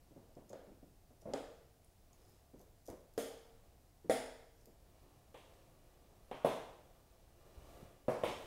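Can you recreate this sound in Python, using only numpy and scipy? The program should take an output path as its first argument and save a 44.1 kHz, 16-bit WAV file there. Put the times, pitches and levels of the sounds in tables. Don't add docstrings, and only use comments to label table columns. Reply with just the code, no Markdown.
import sys
import numpy as np
from scipy import signal
from scipy.fft import rfft, irfft, next_fast_len
from scipy.io import wavfile

SR = 44100
rng = np.random.default_rng(int(sys.argv[2]) if len(sys.argv) > 2 else 0)


def output_pcm(signal):
    pcm = np.clip(np.atleast_2d(signal).T, -1, 1) * 32767
    wavfile.write(sys.argv[1], SR, np.round(pcm).astype(np.int16))


N = 373086
AGE_S = np.arange(SR) / SR
BINS_HZ = np.arange(SR // 2 + 1) + 1e-3

# frequency in Hz, relative level in dB.
AIR_SPECTRUM = [(12, -20), (20, 3), (59, -3), (113, -6.5), (233, -17), (345, -16.5), (510, -23), (693, -17),
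                (1050, -29), (1950, -32), (3400, -33.5), (5170, -32.5), (6120, -33.5), (14500, -34.5),
                (15800, -34.5)]
RUSTLE_SPECTRUM = [(88, 2), (150, -5.5), (312, -7), (380, -3.5), (649, -6), (1130, -11.5), (1500, -19),
                   (2800, -20.5), (4500, -26), (15000, -32)]
CARCASS_SPECTRUM = [(60, -19), (130, -3), (230, -1.5), (340, -1.5), (560, -0.5), (800, -8.5), (980, -10.5),
                    (1500, -22), (2400, -23), (3500, -25.5), (4500, -32), (7500, -38), (10000, -34),
                    (15500, -46)]
BLADE_SPECTRUM = [(60, -14), (160, -28.5), (250, -5.5), (370, -5.5), (480, -0.5), (720, -4), (1020, -22),
                  (1300, -18.5), (1950, -19), (2400, -23), (3500, -27.5), (4250, -25.5), (10500, -38),
                  (15500, -43)]

# five crossovers and six centres, in Hz.
CROSSOVERS_HZ = [330, 850, 2000, 4200, 8500]
CENTRES_HZ = [200, 530, 1300, 2900, 6000, 11000]
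# t60 in seconds, first-ring weight, build-up in seconds.
BAND_DECAYS = [(0.57, 1.3, 0.00057), (0.68, 3.1, 0.0042), (0.75, 0.24, 0.00036), (0.71, 0.032, 0.0071),
               (0.72, 0.067, 0.027), (0.51, 0.26, 0.0059)]
NUDGE_BANDS_DB = [-17, -20.5, -32, -49, -51, -53]
KNOCK_BANDS_DB = [-11.5, -1, -6, -16, -20.5, -23]
SNIP_BANDS_DB = [-13.5, 0.5, -9, -14.5, -22.5, -16.5]

# frequency in Hz, relative level in dB, t60 in seconds.
SHEET_MODES = [(127.7, -4, 0.62), (185.6, -6.5, 0.71), (219.6, -1, 0.32), (257.4, -9, 0.62),
               (277, -2, 0.36), (327, -42, 0.26), (457, -9.5, 0.94), (490.3, -6.5, 0.57), (510, -29, 0.54),
               (587, -39, 0.25), (616, -21, 0.38), (640, -11, 0.55), (943, -11.5, 0.79), (1094, -27, 0.38)]
# centre in Hz, width in Hz, boost in dB.
BLADE_RESONANCES = [(3360, 880, 7.5), (5120, 1100, 11.5), (6950, 1400, 11.5), (8050, 1000, 2),
                    (9770, 2500, 8.5), (13700, 1200, 5)]
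# frequency in Hz, relative level in dB.
BLADE_PARTIALS = [(2007, -8), (2563, -5), (3327, -5), (3618, -3), (5146, -6), (6621, -6), (7219, -4),
                  (7795, -3), (8210, 9), (9369, 6), (9399, -4), (9655, -18), (9911, -11), (10080, -5)]

# centre in seconds, width in seconds, level in dB.
BRUSHES = [(0.1, 0.62, -74.5), (2.25, 0.31, -70), (3.52, 0.55, -72), (5.04, 0.34, -69), (5.553, 0.23, -68),
           (6.4, 2.2, -68.5), (7.47, 0.19, -66), (7.737, 0.28, -58), (8.407, 0.4, -56.5)]
# start in seconds, level in dB, pitch in Hz.
PUSHES = [(2.897, -46, 95), (7.574, -47.5, 61), (7.62, -54, 105), (7.828, -46, 164)]
# start in seconds, level in dB, boom in Hz,
# bass share in dB, settling time in seconds.
TOUCHES = [(0.109, -55.5, 420, -2.5, 0.014), (0.163, -45.5, 393, -8.5, 0.0081),
           (0.294, -53, 587, -20, 0.0045), (0.368, -42, 595, -12, 0.008), (0.501, -42.5, 516, -13.5, 0.024),
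           (0.611, -49.5, 681, -15, 0.0045), (0.67, -49.5, 380, -6.5, 0.026),
           (0.827, -52, 560, -3.5, 0.0037), (1.105, -54, 580, -10, 0.008), (1.22, -50, 595, -19, 0.005),
           (1.256, -36, 587, -13.5, 0.17), (1.349, -30, 420, -27, 0.0059), (2.536, -49, 480, -5.5, 0.016),
           (2.599, -47, 496, -20, 0.0066), (2.882, -35, 530, -15, 0.031), (4.045, -46.5, 446, -4, 0.0051),
           (4.672, -52.5, 494, -10, 0.024)]
# start in seconds, length in seconds,
# level in dB, squeak in Hz, relative level of its octave in dB.
BLADE_RUBS = [(0.489, 0.02, -67.5, 6600, -15), (1.21, 0.015, -75, 5800, -15), (2.136, 0.28, -81, 5150, -12),
              (2.577, 0.046, -75, 6130, 2), (2.853, 0.044, -64, 5900, -2), (2.884, 0.029, -64, 1910, -15),
              (4.554, 0.088, -79, 5800, -9)]
# start in seconds, level in dB, resonance in Hz.
PIVOT_TICKS = [(0.352, -57, 4600), (1.8462, -55.5, 9850), (2.1306, -48.5, 6540), (2.2957, -58, 13300),
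               (2.6135, -53, 12200), (2.9004, -46.5, 11700), (3.1373, -55, 12200), (4.657, -48, 13200)]
# start in seconds, boom in dB, boom in Hz, top of the clack in Hz,
# click in dB, ring-out in dB, treble tilt in dB per octave, clack boost in dB.
LANDINGS = [(5.3431, -48, 507, 4020, -63.5, -62.5, 1, 9.5), (6.313, -36, 480, 3900, -58, -52, -3.5, 9.5),
            (6.4467, -18, 582, 3860, -48.5, -36, 0, -2.5), (8.0821, -26, 602, 2800, -56, -39, -1.5, -4),
            (8.236, -22.5, 567, 3860, -49, -41.5, -0.3, 7.5)]
# start in seconds, boom in dB, boom in Hz, blade ring in Hz,
# shank ring in Hz, click in dB, ring-out in dB, treble tilt in dB per octave.
CUTS = [(0.5306, -45, 590, 6600, 1320, -59.5, -57.5, -4.5), (1.336, -30, 569, 6950, 1220, -43.5, -46, -1.7),
        (3.1778, -30, 465, 12200, 3230, -47, -46, 2.5), (4.0966, -17.5, 496, 9730, 2060, -45.5, -37.5, 1.0)]


def from_db(db):
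    return 10 ** (np.asarray(db) / 20)


def rms_one(x):
    return x / np.sqrt(np.mean(x ** 2) + 1e-30)


def gain_at(spectrum, hz):
    knots_hz, db = np.transpose(spectrum)
    return from_db(np.interp(np.log(hz + 1e-3), np.log(knots_hz), db))


def hump(centre_hz, width_hz):
    return 1 / (1 + (2 * (BINS_HZ - centre_hz) / width_hz) ** 2)


def fade(t60_s):
    return np.exp(-np.log(1000) * AGE_S / t60_s)


def sine(hz):
    return np.sin(2 * np.pi * hz * AGE_S)


def noise(colour):
    return rms_one(irfft(colour * np.exp(2j * np.pi * rng.random(len(colour))), SR))


def coloured(track, spectrum):
    size = next_fast_len(N)
    hz = np.arange(size // 2 + 1) * SR / size
    return rms_one(irfft(rfft(track, size) * gain_at(spectrum, hz), size)[:N])


def add(track, start_s, sound):
    at = max(round(start_s * SR), 0)
    track[at:at + len(sound)] += sound[:N - at]


def in_room(x, wet_db, t60_s=0.43):
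    tail = rms_one(rng.standard_normal(SR) * fade(t60_s)) / np.sqrt(SR)
    return x + from_db(wet_db) * signal.fftconvolve(x, tail)[:N]


def room_air(level_db=-66):
    return from_db(level_db) * coloured(rng.standard_normal(N), AIR_SPECTRUM)


def rustle(grains_per_s=6000, floor_db=-85, trim_db=-4):
    time_s = np.arange(N) / SR
    swells = [from_db(db) * np.exp(-2 * ((time_s - centre_s) / width_s) ** 2)
              for centre_s, width_s, db in BRUSHES]
    motion = np.sqrt(from_db(floor_db) ** 2 + sum(swell ** 2 for swell in swells))
    grains = (rng.random(N) < grains_per_s / SR) * rng.standard_normal(N)
    return in_room(coloured(grains, RUSTLE_SPECTRUM) * motion * from_db(trim_db), wet_db=2.5)


def thuds(rise_cycles=0.33):
    out = np.zeros(N)
    for start_s, db, hz in PUSHES:
        rise = AGE_S * hz / rise_cycles
        add(out, start_s, from_db(db) * sine(hz) * rise * np.exp(1 - rise))
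    return out


def boom(hz, bass_gain, rise_s=0.002, bass_hz=285):
    swing = (AGE_S / rise_s * np.exp(1 - AGE_S / rise_s)) ** 1.27
    return -swing * (sine(hz) + bass_gain * sine(bass_hz)) / (1 + bass_gain / 2)


def ring_out(bands_db, colour, first_t60_s=0.098):
    lowpasses = [0] + [1 / (1 + (BINS_HZ / hz) ** 10) for hz in CROSSOVERS_HZ] + [1]
    masks = np.sqrt(np.abs([high - low for low, high in zip(lowpasses, lowpasses[1:])]))
    early = slice(SR // 200, SR // 12)
    bands = []
    for mask, (t60_s, first_weight, build_s) in zip(masks, BAND_DECAYS):
        decay = fade(t60_s) + first_weight * fade(first_t60_s)
        band = noise(colour * mask) * decay * (1 - np.exp(-AGE_S / build_s))
        bands.append(band / np.std(band[early]))
    return from_db(bands_db) @ np.array(bands)


def nudges(boom_db=-8.5, bass_lift_db=8, damping_t60_s=4.9, repeats=3, gap_s=0.015, jitter_s=0.00183):
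    out = np.zeros(N)
    for start_s, db, hz, bass_db, settle_s in TOUCHES:
        bands_db = np.array(NUDGE_BANDS_DB, float)
        bands_db[0] += bass_db + bass_lift_db
        colour = gain_at(CARCASS_SPECTRUM, BINS_HZ) * (1 + hump(hz, 300))
        thump = from_db(boom_db) * boom(hz, from_db(bass_db))
        delays_s = gap_s * np.arange(1, repeats + 1) + jitter_s * rng.standard_normal(repeats)
        for delay_s in [0, *delays_s]:
            force = from_db(db) * np.exp(-delay_s / settle_s)
            tail = ring_out(bands_db, colour) * fade(damping_t60_s)
            add(out, start_s + delay_s, force * (thump + tail))
    return out


def blade_gain():
    return from_db(sum(db * hump(hz, width_hz) for hz, width_hz, db in BLADE_RESONANCES))


def rubs_and_ticks(slips_per_s=450, squeak_width_hz=520, tick_trim_db=-8, tick_t60_s=0.012):
    out = np.zeros(N)
    steel = blade_gain() * (1 - hump(0, 6000))
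    for start_s, length_s, db, hz, octave_db in BLADE_RUBS:
        slips = (rng.random(SR) < slips_per_s / SR) * rng.standard_normal(SR)
        squeak = hump(hz, squeak_width_hz) + from_db(octave_db) * hump(2 * hz, squeak_width_hz)
        grit = rms_one(irfft(rfft(slips) * (0.15 * steel + squeak), SR))
        stroke = np.sqrt(np.abs(np.sin(np.pi * np.minimum(AGE_S / length_s, 1))))
        add(out, start_s, from_db(db) * grit * stroke)
    for start_s, db, hz in PIVOT_TICKS:
        tick = noise(steel * (0.37 + hump(hz, 1500))) * fade(tick_t60_s)
        add(out, start_s, from_db(db + tick_trim_db) * tick)
    return in_room(out, wet_db=-2.5)


def ring_levels_db(shape_db, ring_db, tilt_db_per_oct, clack_db=0,
                   tilt_from_hz=1460, clack_hz=3430, clack_width_oct=1.47):
    hz = np.array(CENTRES_HZ)
    tilt_db = tilt_db_per_oct * np.maximum(np.log2(hz / tilt_from_hz), 0)
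    bone_db = clack_db * np.exp(-(np.log2(hz / clack_hz) / clack_width_oct) ** 2)
    return ring_db + np.array(shape_db) + tilt_db + bone_db


def mode_ripple(knots=320, depth_db=2.5):
    knots_hz = np.geomspace(600, SR / 2, knots)
    return from_db(depth_db * np.interp(BINS_HZ, knots_hz, rng.standard_normal(knots)))


def sheet_tones(bands_db, colour, spread_db=4.5):
    hz, db, t60_s = np.transpose(SHEET_MODES)
    force_db = np.interp(np.log(hz), np.log(CENTRES_HZ), bands_db - 20 * np.log10(colour[CENTRES_HZ]))
    spot_db = spread_db * rng.standard_normal(len(hz))
    gains = from_db(db + force_db + spot_db) * np.interp(hz, BINS_HZ, colour)
    gains *= rng.choice([-1, 1], len(hz))
    return gains @ (sine(hz[:, None]) * fade(t60_s[:, None]))


def blow(boom_db, boom_hz, click_db, bands_db, colour, click_t60_s, modes_db,
         bass_db=-3.5, click_low_hz=2400, click_top_hz=12000):
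    click_band = (1 - hump(0, 2 * click_low_hz)) / (1 + (BINS_HZ / click_top_hz) ** 4)
    click = from_db(click_db) * noise(colour * click_band) * fade(click_t60_s)
    thump = from_db(boom_db) * boom(boom_hz, from_db(bands_db[0] - bands_db[1] + bass_db))
    tail = ring_out(bands_db, colour * mode_ripple() * (1 + hump(boom_hz, 310)))
    return click + thump + tail + from_db(modes_db) * sheet_tones(bands_db, colour)


def knocks(slap_db=5, shelf_db=-8):
    out = np.zeros(N)
    for start_s, boom_db, boom_hz, top_hz, click_db, ring_db, tilt_db_per_oct, clack_db in LANDINGS:
        bands_db = ring_levels_db(KNOCK_BANDS_DB, ring_db, tilt_db_per_oct, clack_db)
        above_clack = 1 - 1 / (1 + (BINS_HZ / top_hz) ** 20)
        colour = gain_at(CARCASS_SPECTRUM, BINS_HZ) * from_db(shelf_db * above_clack)
        knock = blow(boom_db, boom_hz, click_db + slap_db, bands_db, colour,
                     click_t60_s=0.043, modes_db=-1.5)
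        add(out, start_s, knock)
    return out


def blade_tones(bands_db, contact, trim_db=-13, t60_s=0.65, spread_db=2):
    hz, db = np.transpose(BLADE_PARTIALS)
    force_db = np.interp(np.log(hz), np.log(CENTRES_HZ), bands_db)
    scatter_db = spread_db * rng.standard_normal(len(hz))
    gains = from_db(db + trim_db + force_db + scatter_db) * np.interp(hz, BINS_HZ, contact)
    gains *= rng.choice([-1, 1], len(hz))
    return gains @ sine(hz[:, None]) * fade(t60_s)


def snips(snap_db=3, boost_db=5, blade_width_hz=1400, shank_width_hz=450, ping_db=-0.5):
    out = np.zeros(N)
    steel = gain_at(BLADE_SPECTRUM, BINS_HZ) * blade_gain()
    for start_s, boom_db, boom_hz, blade_hz, shank_hz, click_db, ring_db, tilt_db_per_oct in CUTS:
        bands_db = ring_levels_db(SNIP_BANDS_DB, ring_db, tilt_db_per_oct)
        contact = from_db(boost_db * (hump(blade_hz, blade_width_hz) + hump(shank_hz, shank_width_hz)))
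        ping = from_db(click_db + ping_db) * sine(blade_hz) * fade(t60_s=0.015)
        snap = blow(boom_db, boom_hz, click_db + snap_db, bands_db, steel * contact,
                    click_t60_s=0.018, modes_db=2)
        add(out, start_s, snap + ping + blade_tones(bands_db, contact))
    return out


def scene():
    return (room_air() + snips() + knocks() + nudges() + thuds() + rubs_and_ticks() + rustle())[None]


def record(dry):
    cutoff_hz = 15750
    return signal.sosfilt(signal.ellip(12, .1, 70, cutoff_hz, fs=SR, output="sos"), dry)


dry = scene()
out = record(dry)
output_pcm(out)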